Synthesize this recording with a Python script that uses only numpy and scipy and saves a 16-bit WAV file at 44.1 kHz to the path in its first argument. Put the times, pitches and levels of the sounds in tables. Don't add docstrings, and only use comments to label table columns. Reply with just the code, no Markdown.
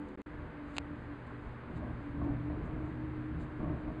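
import sys
import numpy as np
from scipy import signal
from scipy.fft import rfft, irfft
from scipy.io import wavfile
from scipy.ndimage import uniform_filter1d

SR = 44100
rng = np.random.default_rng(int(sys.argv[2]) if len(sys.argv) > 2 else 0)


def generate_wav(signal):
    frames = np.transpose(np.atleast_2d(signal))
    scaled = np.clip(frames, -1, 1) * 32767
    pcm = np.round(scaled).astype(np.int16)
    wavfile.write(sys.argv[1], SR, pcm)


N = 176400

# time in seconds, gain in dB.
CABIN_SHAKE = [(0, -6.5), (.22, -5.5), (.28, -6.5), (.42, 0.5), (.53, -4), (.85, -4.5), (.97, -1),
               (1.07, -4), (1.38, -6), (1.48, 1.5), (1.6, -6.5), (1.72, 4.5), (1.88, 3.5), (2.05, -2),
               (2.15, 2), (2.25, 8.5), (2.42, 2), (2.55, 6), (3.15, 1), (3.3, 0.5), (3.41, 7), (3.51, -3),
               (3.66, 8.5), (3.82, 2.5), (4, 0.5)]
# centre in Hz, width in Hz, relative level in dB.
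CABIN_MODES = [(26.3, 6.1, -9.5), (50.45, 2.8, -3), (72.6, 9.8, 1), (123.4, 22, -4.5), (158.9, 10, -2),
               (209.6, 16, -9.5), (239.9, 11, -5.5), (298.6, 32, -4), (348, 15, -14)]
# frequency in Hz, relative density in dB.
RUMBLE_SPECTRUM = [(12, -24.5), (26, -1), (36, -7), (48, -3), (90, 4), (190, -5), (330, -7), (450, -10.5),
                   (650, -16.5), (1200, -29), (2500, -79)]
# time in seconds, pitch in Hz, level in dB.
ROPE_TRACK = [(0, 121.3, -71), (.6, 121, -60), (.8, 121, -54.5), (1.15, 119.9, -53.5), (1.7, 120, -50.5),
              (1.82, 121.1, -47), (1.96, 119.2, -44.5), (2.1, 121, -54), (2.36, 122.3, -41.5),
              (2.5, 121.5, -47), (2.65, 122.5, -51), (2.85, 124.6, -48), (3.2, 124.8, -46.5),
              (3.33, 123.7, -48), (3.55, 125.4, -50.5), (4, 124.9, -51.5)]
# time in seconds, pitch in Hz, level in dB.
GEAR_TRACK = [(0, 293, -44.5), (.15, 282.8, -54), (.2, 289.8, -43.5), (.3, 297, -50.5), (.48, 295.8, -60),
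              (.58, 292, -48), (.75, 291, -47.5), (.92, 292.5, -43.5), (1.03, 292.9, -61), (1.12, 290, -45),
              (1.26, 293.5, -64.5), (1.35, 292, -48.5), (1.55, 290, -62.5), (1.97, 289.3, -63),
              (2.066, 290, -41.5), (2.11, 290.6, -48.5), (2.18, 288.5, -44.5), (2.3, 291.8, -38.5),
              (2.39, 292, -47.5), (2.51, 298.7, -39.5), (2.66, 305.1, -57.5), (2.745, 309.3, -44.5),
              (2.79, 308, -47.5), (2.85, 304.5, -40), (2.97, 306, -49), (3.03, 310.7, -40.5),
              (3.3, 307, -45), (3.55, 301.7, -50.5), (3.75, 305.6, -49.5), (4, 308, -45.5)]
# pitch in Hz, level in dB.
EARLY_TONES = [(205, -54.5), (250, -58), (368, -58), (436, -61.5), (500, -59.5), (874, -65)]
# frequency in Hz, relative density in dB.
TRAFFIC_SPECTRUM = [(100, -3.5), (400, 8), (700, 1), (1000, 2.5), (1600, 1), (2100, -3.5), (2700, -11.5),
                    (3400, -18), (4200, -23), (5000, -29), (7000, -43.5), (9000, -36.5), (10500, -49),
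                    (13000, -64)]
# centre in Hz, width in Hz, relative level in dB.
HOLLOW_MODES = [(484.5, 14, -3.5), (598.3, 17, -0.5), (941, 140, 0), (1058, 150, -2), (1584, 85, -2.5)]
# centre in seconds, Gaussian half-width in seconds, level in dB.
RUB_EVENTS = [(0.089, .004, -71), (0.705, .025, -75.5), (0.762, 0.014, -66), (1.272, 0.0054, -76),
              (1.771, 0.014, -73), (2.25, 0.012, -80), (2.659, .015, -77), (3.421, 0.019, -71.5)]
# frequency in Hz, relative density in dB.
RUB_SPECTRUM = [(1500, -12), (3800, 5), (5500, -5.5), (7500, -2.5), (9500, -10.5), (11000, -22),
                (15000, -40.5)]
# start in seconds, end in seconds.
GAP_SPANS = [(0.157, .175), (.218, .261)]
# start in seconds, peak in dB.
CLICK_EVENTS = [(0.2179, -42), (0.7667, -29.5), (0.771, -31), (0.7829, -16.5), (0.7851, -29.5)]
# frequency in Hz, relative level in dB, T60 in seconds.
CLICK_RING = [(770, -3, 0.009), (1020, 10.5, 0.0043), (1620, 14, 0.0026), (2640, 19.5, 0.0036),
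              (3740, 17.5, 0.0021), (7000, 18, 0.0014)]
# start in seconds, wall level in dB, thud level in dB.
KNOCK_EVENTS = [(1.470, -58, -35), (1.74, -46, -40), (1.795, -53, -35), (1.837, -33, -40),
                (2.215, -26.5, -44), (2.252, -49, -37), (2.306, -35.5, -31), (2.499, -32, -32),
                (2.625, -42, -46.5), (2.653, -41, -41), (3.368, -47, -38), (3.601, -31.5, -32.5),
                (3.643, -33, -40.5), (3.728, -32.5, -42), (3.880, -34.5, -33), (3.902, -32, -45)]
# frequency in Hz, relative level in dB, T60 in seconds.
WALL_RING = [(350, 6, 0.054), (420, -7.5, 0.03), (628, 0.5, 0.062), (674, -3.5, 0.12), (1000, -0.5, 0.026),
             (1085, -2.5, 0.053), (1350, -3.5, .025)]
# frequency in Hz, relative level in dB, T60 in seconds.
THUD_RING = [(50.7, -5.5, 0.21), (73.6, -1.5, 0.077), (121, -1, 0.24), (174, -3.5, 0.17), (246, -1, 0.032)]
# start in seconds, time until release in seconds, level in dB.
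JOLT_EVENTS = [(1.699, 0.12, -53.5), (1.817, 0.071, -50.5), (2.211, .085, -45.5), (2.498, 0.04, -49.5),
               (2.624, 0.25, -51.5), (3.389, 0.037, -60), (3.597, 0.13, -43), (3.86, 0.05, -50.5)]
# centre in Hz, width in Hz, relative level in dB.
PANEL_MODES = [(249, 31, 4.5), (317.3, 32, 6.5), (444, 22, -8.5), (531, 34, -16), (613.3, 34, 2),
               (718.7, 26, -1.5), (913, 12, -6.5), (1105, 89, -3.5), (1150, 180, -18)]

CABIN_DB, RUMBLE_DB = -46, -52.5
TONE_WAVER_DB, TONE_JITTER_RATIO = 1.5, 0.0083
ROPE_OCTAVE_DB = -9.5
TRAFFIC_DB, HOLLOW_DB = -52.5, -60.5
TRAFFIC_FLICKER_DB, EARLY_TRAFFIC_GAIN_DB = 0.03, -2
RUSTLE_DB, RUSTLE_FLICKER_DB = -84.5, 1.5
CLICK_BAND_HZ, CLICK_CONTACT_S = (614, 7400), 0.00008
KNOCK_CONTACT_S = 0.00073
JOLT_ATTACK_S, JOLT_RELEASE_S = 0.0087, 0.069
GAP_GAIN_DB, GAP_EDGE_S, SECOND_GAP_S = -44, 0.0031, GAP_SPANS[-1][0]
NOTCH_HZ, NOTCH_WIDTH_HZ, LOWPASS_HZ = 5540, 640, 15000
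TIME_S = np.arange(N) / SR


def undb(db):
    return 10 ** (np.asarray(db) / 20)


def unit_rms(x):
    return x / np.sqrt(np.mean(x ** 2))


def curve(table, column=1):
    rows = np.array(table, float)
    return np.interp(TIME_S, rows[:, 0], rows[:, column])


def wander(rate_hz):
    hold = int(SR / rate_hz)
    steps = np.repeat(rng.standard_normal(N // hold + 1), hold)
    return unit_rms(uniform_filter1d(uniform_filter1d(steps, hold), hold)[:N])


def filtered_noise(response):
    return unit_rms(irfft(rfft(rng.standard_normal(N)) * response, N))


def coloured_noise(spectrum):
    rows, hz = np.array(spectrum, float), np.arange(N // 2 + 1) * SR / N
    return filtered_noise(undb(np.interp(np.log(hz + 1), np.log(rows[:, 0]), rows[:, 1])))


def resonances(modes):
    hz, out = np.arange(1, N // 2 + 2) * SR / N, 0
    for centre_hz, width_hz, db in modes:
        detuning = (hz / centre_hz - centre_hz / hz) * centre_hz / (2 * width_hz)
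        out += undb(db) * filtered_noise(1 / (1 + 1j * detuning) ** 2)
    return unit_rms(out)


def struck(modes, age_s):
    ring = sum(undb(db) * np.sin(2 * np.pi * hz * age_s) * np.exp(-np.log(1000) * age_s / t60_s)
               for hz, db, t60_s in modes)
    return ring / np.abs(ring).max()


def wavering_tone(hz):
    pitch_hz = hz * (1 + TONE_JITTER_RATIO * wander(rate_hz=25.02))
    cycles = np.cumsum(pitch_hz) / SR + rng.random()
    return np.sqrt(2) * np.sin(2 * np.pi * cycles) * undb(TONE_WAVER_DB * wander(rate_hz=18))


def cabin_rumble():
    boom = undb(CABIN_DB) * resonances(CABIN_MODES)
    rumble = undb(RUMBLE_DB) * coloured_noise(RUMBLE_SPECTRUM)
    return undb(curve(CABIN_SHAKE)) * (boom + rumble)


def rope_drone():
    pitch_hz, level_db = curve(ROPE_TRACK), curve(ROPE_TRACK, column=2)
    note = wavering_tone(pitch_hz)
    octave = undb(ROPE_OCTAVE_DB) * wavering_tone(2 * pitch_hz)
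    return undb(level_db) * (note + octave)


def early_tones():
    return sum(undb(db) * wavering_tone(hz) for hz, db in EARLY_TONES) * (TIME_S < SECOND_GAP_S)


def gear_hum():
    pitch_hz, level_db = curve(GEAR_TRACK), curve(GEAR_TRACK, column=2)
    return undb(level_db) * wavering_tone(pitch_hz)


def traffic():
    gain_db = TRAFFIC_FLICKER_DB * wander(rate_hz=54) + EARLY_TRAFFIC_GAIN_DB * (TIME_S < SECOND_GAP_S)
    wash = undb(TRAFFIC_DB) * coloured_noise(TRAFFIC_SPECTRUM)
    hollow = undb(HOLLOW_DB) * resonances(HOLLOW_MODES)
    return undb(gain_db) * (wash + hollow)


def rubs():
    rustle = undb(RUSTLE_DB + RUSTLE_FLICKER_DB * wander(rate_hz=18))
    scuffs = sum(undb(db) * np.exp(-((TIME_S - centre_s) / half_width_s) ** 2 / 2)
                 for centre_s, half_width_s, db in RUB_EVENTS)
    return coloured_noise(RUB_SPECTRUM) * np.hypot(rustle, scuffs)


def clicks():
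    age_s, out = np.arange(SR // 20) / SR, np.zeros(N + SR)
    contact = 1 - np.exp(-age_s / CLICK_CONTACT_S)
    band = signal.butter(3, CLICK_BAND_HZ, "band", fs=SR, output="sos")
    ring = signal.sosfilt(band, struck(CLICK_RING, age_s) * contact)
    for start_s, peak_db in CLICK_EVENTS:
        first = int(start_s * SR)
        out[first:first + len(ring)] += undb(peak_db) * ring / np.abs(ring).max()
    return out[:N]


def knocks():
    age_s, out = np.arange(SR // 4) / SR, np.zeros(N + SR)
    wall, thud = struck(WALL_RING, age_s), struck(THUD_RING, age_s)
    contact = 1 - np.exp(-age_s / KNOCK_CONTACT_S)
    for start_s, wall_db, thud_db in KNOCK_EVENTS:
        first = int(start_s * SR)
        out[first:first + len(age_s)] -= contact * (undb(wall_db) * wall + undb(thud_db) * thud)
    return out[:N]


def panel_shudder():
    drive = 0
    for start_s, length_s, db in JOLT_EVENTS:
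        age_s = np.maximum(TIME_S - start_s, 0)
        attack = np.minimum(age_s / JOLT_ATTACK_S, 1)
        release = np.exp(-np.maximum(age_s - length_s, 0) / JOLT_RELEASE_S)
        drive += undb(db) * attack * release
    return drive * resonances(PANEL_MODES)


def scene():
    body = cabin_rumble() + panel_shudder() + knocks()
    tones = rope_drone() + early_tones() + gear_hum()
    return (body + tones + traffic() + clicks() + rubs())[None]


def record(dry):
    in_gap = sum(1. * ((TIME_S > start_s) & (TIME_S < end_s)) for start_s, end_s in GAP_SPANS)
    mute = uniform_filter1d(in_gap, int(GAP_EDGE_S * SR))
    gated = dry * (1 - mute * (1 - undb(GAP_GAIN_DB)))
    notch = signal.iirnotch(NOTCH_HZ, NOTCH_HZ / NOTCH_WIDTH_HZ, fs=SR)
    notched = signal.lfilter(*notch, signal.lfilter(*notch, gated))
    return signal.sosfilt(signal.butter(10, LOWPASS_HZ, fs=SR, output="sos"), notched)


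dry = scene()
out = record(dry)
generate_wav(out)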